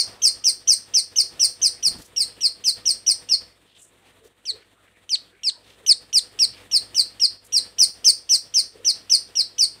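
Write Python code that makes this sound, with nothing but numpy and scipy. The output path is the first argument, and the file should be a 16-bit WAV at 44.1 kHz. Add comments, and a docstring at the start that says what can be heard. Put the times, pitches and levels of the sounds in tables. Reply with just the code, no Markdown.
"""Caged prinia calling in a small room

A prinia in a wire cage, close to the microphone, repeats a sharp falling note about four times a second.
Source-filter synthesis: harmonics of a falling pitch pass throat resonances; effort sets pitch, level and timbre.
Echoes from near walls smear each note and a diffuse tail rings on.
Shaped resonant noise makes one wing flutter, rustles and faint swells.
Background noise and a faint wavering hum of unrelated tones lie beneath.
"""
import sys
import numpy as np
from scipy import signal
from scipy.fft import rfft, irfft
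from scipy.io import wavfile
from scipy.ndimage import uniform_filter1d

SR = 44100
rng = np.random.default_rng(int(sys.argv[2]) if len(sys.argv) > 2 else 0)


def dump_mix(stems):
    """Bounce the given channels to the path in sys.argv[1] as a 16-bit WAV at rate SR."""
    frames = np.atleast_2d(stems).T  # one column per channel
    limited = np.clip(frames, -1, 1)  # hard clip at full scale
    pcm = np.round(limited * 32767).astype(np.int16)
    wavfile.write(sys.argv[1], SR, pcm)


N = 432180
TIME = np.arange(N) / SR


def undb(db):
    """Decibel law: level in dB to amplitude gain."""
    return 10 ** (np.asarray(db) / 20)


def unit(x):
    """Normalisation: scale to a root-mean-square of one."""
    return x / np.sqrt(np.mean(x ** 2) + 1e-18)


def spectrum_at(hz, points):
    """Spectral envelope: gain at hz, interpolated in dB over log frequency."""
    point_hz, point_db = np.transpose(points)
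    return undb(np.interp(np.log(hz + 1e-9), np.log(point_hz), point_db))


def band_noise(size, hz, width):
    """Resonance: white noise shaped to one steep-skirted band, width in Hz between its half-amplitude points."""
    f = np.fft.rfftfreq(size, 1 / SR) + 1e-9
    detuning = (f * f - hz * hz) / (f * width)
    white = rfft(rng.standard_normal(size))
    return unit(irfft(white / (1 + detuning ** 2), size))


def waver(size, rate):
    """Random modulation: twice-smoothed noise of unit rms; rate in Hz sets its speed."""
    k = max(int(SR / rate), 1)
    once = uniform_filter1d(rng.standard_normal(size), k)
    return unit(uniform_filter1d(once, k))


def add(out, start, x):
    """Superposition: mix a sound in at its start time in s."""
    i = int(start * SR)
    a, b = max(i, 0), min(i + len(x), N)
    if b > a:
        out[a:b] += x[a - i:b - i]


def soft_sounds(table, uneven_db=2, flutter_db=3):
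    """Amplitude-modulated noise: short uneven swells, each in its own resonance."""
    out = np.zeros(N)
    for middle, length, hz, width, db in table:
        size = int(length * SR)
        flutter = undb(flutter_db * waver(size, 200))
        shape = np.sqrt(np.hanning(size)) * undb(db + uneven_db * waver(size, 60))
        add(out, middle - length / 2, shape * unit(flutter * band_noise(size, hz, width)))
    return out


def snap(db, length=0.0048, low_hz=2750, knee_hz=3350, top_hz=5000, octave_db=-3):
    """Transient chirp: the membranes start low and jump up within milliseconds, a dry click opening the note."""
    u = np.linspace(0, 1, int(length * SR))
    hz = np.interp(u, [0, .7, 1], [low_hz, knee_hz, top_hz])
    phase = 2 * np.pi * np.cumsum(hz) / SR
    envelope = np.interp(u, [0, .15, .6, 1], [0, 1, 1, 0])
    return undb(db) * envelope * (np.sin(phase) + undb(octave_db) * np.sin(2 * phase))


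# a usual note, at zero effort: time of the pitch crest [s], pitch late in the fall [Hz]
CREST_S, LATE_HZ = 0.01073, 2165
# its levels [dB]: effort curve at the flanks and in the middle, fundamental, overtones
FLANK_DB, MIDDLE_DB, FUNDAMENTAL_DB, OVERTONE_DB = -14, -12, -39, -25.5
# harder notes crest later, stay higher late in the fall and peak in the middle
CREST_S_PER_DB, LIFT_HZ_PER_DB = .0007, 9
# dB per dB of effort: overtones grow faster than the fundamental
FLANK_GROWTH, MIDDLE_GROWTH, FUNDAMENTAL_GROWTH, OVERTONE_GROWTH = .75, 1.2, .55, 1.28
SOFT_START = 0.6  # share of a crescendo that comes from holding back the start


def note_shape(crest_hz, half_hz, effort_db, crescendo_db, brightness_db):
    """Effort scaling: pitch path and harmonic levels follow from how hard the bird pushes."""
    crest_s = max(CREST_S + CREST_S_PER_DB * effort_db, .003)
    late_hz = LATE_HZ + LIFT_HZ_PER_DB * effort_db
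    early_db = FLANK_DB + FLANK_GROWTH * effort_db - SOFT_START * crescendo_db
    middle_db = MIDDLE_DB + MIDDLE_GROWTH * effort_db
    late_db = early_db + crescendo_db
    fundamental_db = FUNDAMENTAL_DB + FUNDAMENTAL_GROWTH * effort_db
    overtone_db = OVERTONE_DB + OVERTONE_GROWTH * effort_db + brightness_db
    return crest_s, crest_hz, half_hz, late_hz, early_db, middle_db, late_db, fundamental_db, overtone_db


# resonances of throat and beak: (frequency [Hz], gain [dB])
THROAT_RESONANCES = [(2000, -6), (3400, -8.5), (4300, -2.5), (6000, -2.5), (6900, -7.5), (7800, -2.5),
                     (8700, -1), (9800, -14), (11700, -23), (13500, -19.5), (15500, -15)]
# overtones above the whistle, which is the second harmonic: (multiple of the fundamental, relative level [dB])
OVERTONE_LEVELS = [(3, -6.5), (4, 5.5), (5, -8), (6, 0), (7, -8), (8, -12.5)]


def note(plunge, top_db, length, crest_s, crest_hz, half_hz, late_hz,
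         early_db, middle_db, late_db, fundamental_db, overtone_db,
         rise_hz_per_s=32000, jitter=0.0065, onset_jitter=0.05, onset_db=-9, release_db=-8,
         fade_db=-11, swell_db=13, snap_db=6):
    """Source-filter principle: pitch flicks up, then falls, sweeping harmonics through the throat resonances."""
    t = np.arange(int((length + .003) * SR)) / SR
    u = t / length
    # the fall is steepest just after the crest
    shoulder_hz = crest_hz + 0.57 * (half_hz - crest_hz)
    path_s = [0, crest_s, (crest_s + length / 2) / 2, length / 2, .85 * length, 0.96 * length, t[-1]]
    path_hz = [crest_hz - rise_hz_per_s * crest_s, crest_hz, shoulder_hz, half_hz, late_hz,
               (.8 + 0.1816 * plunge) * late_hz, plunge * late_hz]
    hz = uniform_filter1d(np.interp(t, path_s, path_hz), size=110, mode="nearest")
    # the membranes run unevenly at first, then settle into a slight wobble
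    wobble = .007 * waver(len(t), 220)
    unevenness = (jitter + onset_jitter * np.exp(-t / .004)) * waver(len(t), 1100)
    hz = hz * (1 + wobble + unevenness)
    phase = 2 * np.pi * np.cumsum(hz) / SR

    effort_levels = [early_db + onset_db, early_db, middle_db, late_db, late_db + release_db]
    effort_db = np.interp(u, [0, .22, .5, .79, 1], effort_levels)
    whistle = undb(effort_db) * spectrum_at(2 * hz, THROAT_RESONANCES) * np.sin(2 * phase)
    # the fundamental fades as the overtones swell
    fundamental = undb(fundamental_db + fade_db * (u + 0.09)) * np.sin(phase)
    overtones = 0
    for k, db in OVERTONE_LEVELS:
        level_db = db + top_db * (k > 4) + 2 * waver(len(t), 160)
        gain = undb(level_db) * spectrum_at(k * hz, THROAT_RESONANCES)
        audible = k * hz < SR / 2  # no aliasing
        overtones = overtones + gain * audible * np.sin(k * phase)
    bright_db = overtone_db + np.interp(u, [0, .4, .82, 1], [-swell_db, -4, 0, release_db])
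    rasp = undb(effort_db - 43) * band_noise(len(t), 7000, 12000)

    gate = np.clip(t / 0.0059, 0, 1) * np.clip((t[-1] - t) / 0.0043, 0, 1)
    tone = gate * (whistle + fundamental + undb(bright_db) * overtones + rasp)
    click = snap(fundamental_db + snap_db)
    return np.sqrt(2) * (tone + np.pad(click, (0, len(t) - len(click))))


def room(room_db, near_db=11, tail_db=6.5, near_t60=0.043, tail_t60=0.18, late_t60=0.39, late_db=-15, count=14):
    """Room impulse response: direct sound, near-wall echoes and a diffuse tail, redrawn as the bird turns."""
    t = np.arange(SR // 2) / SR
    near = np.zeros(len(t))
    lags = rng.uniform(.001, .024, count)  # s
    near[(lags * SR).astype(int)] = rng.choice([-1, 1], count) * undb(-60 * lags / near_t60)
    # two decay rates: a fast one and a weaker, slower one
    decay = undb(-60 * t / tail_t60) + undb(late_db - 60 * t / late_t60)
    tail = rng.standard_normal(len(t)) * decay * np.clip(t / .012, 0, 1)
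    echoes = undb(room_db + near_db) * near / np.linalg.norm(near)
    response = echoes + undb(room_db + tail_db) * tail / np.linalg.norm(tail)
    response[0] += 1  # direct sound
    return response


# the bird's notes: (start [s], length [s], crest pitch [Hz], halfway pitch [Hz],
# effort about a usual note [dB], crescendo through the note [dB], brightness [dB])
BIRD_NOTES = [(-.05, 0.073, 3230, 2590, 1, -2, -2), (.218, 0.07, 3235, 2648, 2, 2.5, 1),
              (.439, .068, 3116, 2647, .5, -1.5, 2), (.673, .068, 3180, 2600, 2.5, -5, 2),
              (.937, 0.064, 3074, 2560, 1, -2.5, -.5), (1.158, 0.063, 3200, 2704, 1, 3, -0.5),
              (1.394, 0.07, 3060, 2639, 0.5, -2, 3), (1.615, 0.066, 3166, 2645, 0.5, -0.5, 1.5),
              (1.826, 0.062, 3000, 2640, -1, 5, 3), (2.161, 0.075, 2860, 2590, -3.5, 3, 4),
              (2.407, 0.068, 2960, 2620, -2, 11, -0.5), (2.639, 0.066, 3154, 2610, -1.5, 8, 2.5),
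              (2.854, 0.068, 3054, 2590, -1.5, -3, 1.5), (3.063, .063, 3042, 2580, 0, -5.5, 2),
              (3.288, 0.066, 2997, 2630, 0, 6.5, -5.5), (4.453, 0.06, 3120, 2435, -12, 14, 1),
              (5.092, 0.066, 3200, 2554, -5.5, 14, -1.5), (5.433, 0.067, 2830, 2566, -5, 11, 0),
              (5.863, 0.067, 3150, 2615, 3, 12.5, 1), (6.128, 0.066, 3040, 2660, 1, 9, 1.5),
              (6.389, 0.064, 2900, 2640, 1.5, 5, -2.5), (6.712, 0.069, 2973, 2613, -1, 11.5, 1),
              (6.945, .071, 3130, 2560, -1, 12, 1.5), (7.197, .067, 2927, 2640, .5, 10, -4),
              (7.522, 0.069, 2947, 2725, -1, 9.5, 2), (7.783, 0.067, 3064, 2650, 3.5, 2.5, 1.5),
              (8.043, 0.065, 3154, 2600, 5, 2, 1), (8.291, 0.072, 3090, 2680, 2, 0.5, 2.5),
              (8.539, 0.072, 3125, 2626, 0.5, -0.5, -1), (8.846, 0.068, 3103, 2670, 0, 3, -2.5),
              (9.096, .068, 3100, 2623, 2.5, 2, -3), (9.353, .067, 2930, 2640, -1.5, 6.5, -4),
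              (9.581, 0.07, 3055, 2540, 1, 5, -0.5)]
# manner of singing; the lone notes plunge deeper and are mellower:
# (time [s], final pitch as a share of the late pitch [ratio], highest overtones [dB], fundamental [dB])
SINGING_MANNER = [(3.4, 0.91, .5, 0), (4.4, 0.86, -2, 0), (5.1, 0.5, -10, 1), (5.9, 0.76, -8, 3.5),
                  (6.15, 0.67, 0, 2.5), (6.4, 0.87, 1, 1.5), (7.2, 0.87, 0.5, -1)]
# the room is weaker while the bird is near and faces the microphone: (time [s], room level [dB])
ROOM_LEVEL = [(0, -13), (3.3, -13.5), (5.1, -22), (5.9, -23.5), (6.9, -15), (9.6, -15)]


def bird(gain_db=0.72):
    """Convolution with the room: each note gets its own response, rescaled to keep the dry note's energy."""
    out = np.zeros(N)
    times, *manners = np.transpose(SINGING_MANNER)
    for start, length, *voice in BIRD_NOTES:
        plunge, top_db, low_db = (np.interp(start, times, manner) for manner in manners)
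        *shape, fundamental_db, overtone_db = note_shape(*voice)
        dry = note(plunge, top_db, length, *shape, fundamental_db + low_db, overtone_db)
        room_db = np.interp(start, *np.transpose(ROOM_LEVEL))
        wet = signal.fftconvolve(dry, room(room_db))
        add(out, start, wet * np.linalg.norm(dry) / np.linalg.norm(wet))
    return undb(gain_db) * out


# spectrum of the background noise: (frequency [Hz], relative density [dB per Hz])
AIR_SPECTRUM = [(25, -20), (45, -5), (70, 0), (130, 1), (300, 4.5), (560, 2), (850, -2), (1900, -3.5),
                (3700, -2.5), (5000, -17), (6900, -14.5), (8700, -7), (10500, -17.5), (15500, -21)]
# level of the background noise, which drops and returns abruptly between 3.5 and 6.5 s: (time [s], level [dB])
AIR_LEVEL_PATH = [(0, -54), (3.48, -55), (3.54, -62), (4.26, -60), (4.35, -63), (4.6, -58), (4.75, -63),
                  (5.05, -63), (5.26, -55), (5.34, -66), (5.6, -57.5), (6.5, -54), (9.8, -56)]
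# unrelated tones of the hum: (mean frequency [Hz], level before wavering [dB])
HUM_TONES = [(53, -69.5), (99.5, -66.5), (408, -80), (490, -68), (674, -75), (1280, -78.5), (1722, -75.5),
             (1852, -74), (1935, -78.5)]


def background(flicker_db=2.5, hum_wander_hz=2.5, hum_flutter_db=2):
    """Broadband noise plus line spectrum: filtered noise and a faint wavering hum of unrelated tones."""
    white = rfft(rng.standard_normal(N))
    air = unit(irfft(white * spectrum_at(np.fft.rfftfreq(N, 1 / SR), AIR_SPECTRUM), N))
    level_db = np.interp(TIME, *np.transpose(AIR_LEVEL_PATH)) + flicker_db * waver(N, 38)
    hum = np.zeros(N)
    for hz, db in HUM_TONES:
        gain = undb(db + hum_flutter_db * waver(N, 12))
        phase = 2 * np.pi * np.cumsum(hz + hum_wander_hz * waver(N, 11)) / SR
        hum += gain * np.sin(phase)
    # the hum rises and sinks with the noise
    hum_gain = undb(1.1 * (level_db - np.median(level_db)))
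    return undb(level_db) * air + np.sqrt(2) * hum * hum_gain


def stirrings(count=50, low_hz=350.2, high_hz=3800, length_s=.13, width_share=.25, level_db=-65, spread_db=2):
    """Random excitation: very faint narrow noise swells at random times and pitches around the room."""
    rows = []
    for when, pitch, strength in rng.random((count, 3)):
        hz = low_hz * (high_hz / low_hz) ** pitch
        db = level_db + spread_db * (2 * strength - 1)
        rows.append((when * N / SR, length_s, hz, width_share * hz, db))
    return soft_sounds(rows)


# feathers and feet brushing the cage: (middle [s], length [s], centre [Hz], width [Hz], level [dB])
CAGE_BRUSHES = [(.12, .2, 680, 1200, -51), (2.03, 0.15, 6900, 8100, -50.5), (3.74, 0.2, 3200, 1550, -57.5),
                (3.83, 0.17, 7900, 2500, -53.5), (4.07, .11, 2370, 2520, -58),
                (4.26, 0.067, 6180, 9000, -59.5), (4.61, .12, 2000, 2100, -57),
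                (4.88, .1, 1880, 900, -63.5), (5.7, .2, 3320, 3000, -57.5), (6.51, .06, 70, 90, -51),
                (6.58, .18, 2600, 2140, -51), (7.46, 0.05, 8800, 5900, -51)]


def rustles():
    """Friction noise: feathers and feet brush the cage in short resonant bursts."""
    return soft_sounds(CAGE_BRUSHES)


# faint hollow swells in the background: (middle [s], level [dB])
HOLLOW_SWELLS = [(.25, -56.5), (1.2, -57), (4.26, -56.5), (4.57, -52), (5.82, -56), (6.37, -58),
                 (8.08, -53), (8.79, -49)]


def hollow_swells(length_s=0.13, hz=439, width_hz=93):
    """Shared resonance: every swell is noise in the same narrow band, hence its hollow colour."""
    return soft_sounds([(middle, length_s, hz, width_hz, db) for middle, db in HOLLOW_SWELLS])


def wings(first_s=1.882, wingbeat_s=0.039, puff_db=-45, swish_db=-5, count=4):
    """Aerodynamic noise: each stroke pushes a low puff of air at the microphone, with a swish of feathers."""
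    out, size = np.zeros(N), int(.055 * SR)
    for middle in first_s + wingbeat_s * np.arange(count):
        puff = band_noise(size, 98, 220)
        swish = undb(swish_db) * band_noise(size, 500, 1700)  # relative to the puff
        add(out, middle - size / SR / 2, undb(puff_db) * np.hanning(size) * (puff + swish))
    return out


def scene():
    """Superposition: the bird, its movements and the background, in one channel."""
    return (bird() + background() + stirrings() + rustles() + hollow_swells() + wings())[None]


def record(dry, top_hz=15550):
    """Low-pass filtering: the recorder cuts the top with a steep elliptic filter."""
    return signal.sosfilt(signal.ellip(10, .2, 80, top_hz, fs=SR, output="sos"), dry)


dry = scene()
out = record(dry)
dump_mix(out)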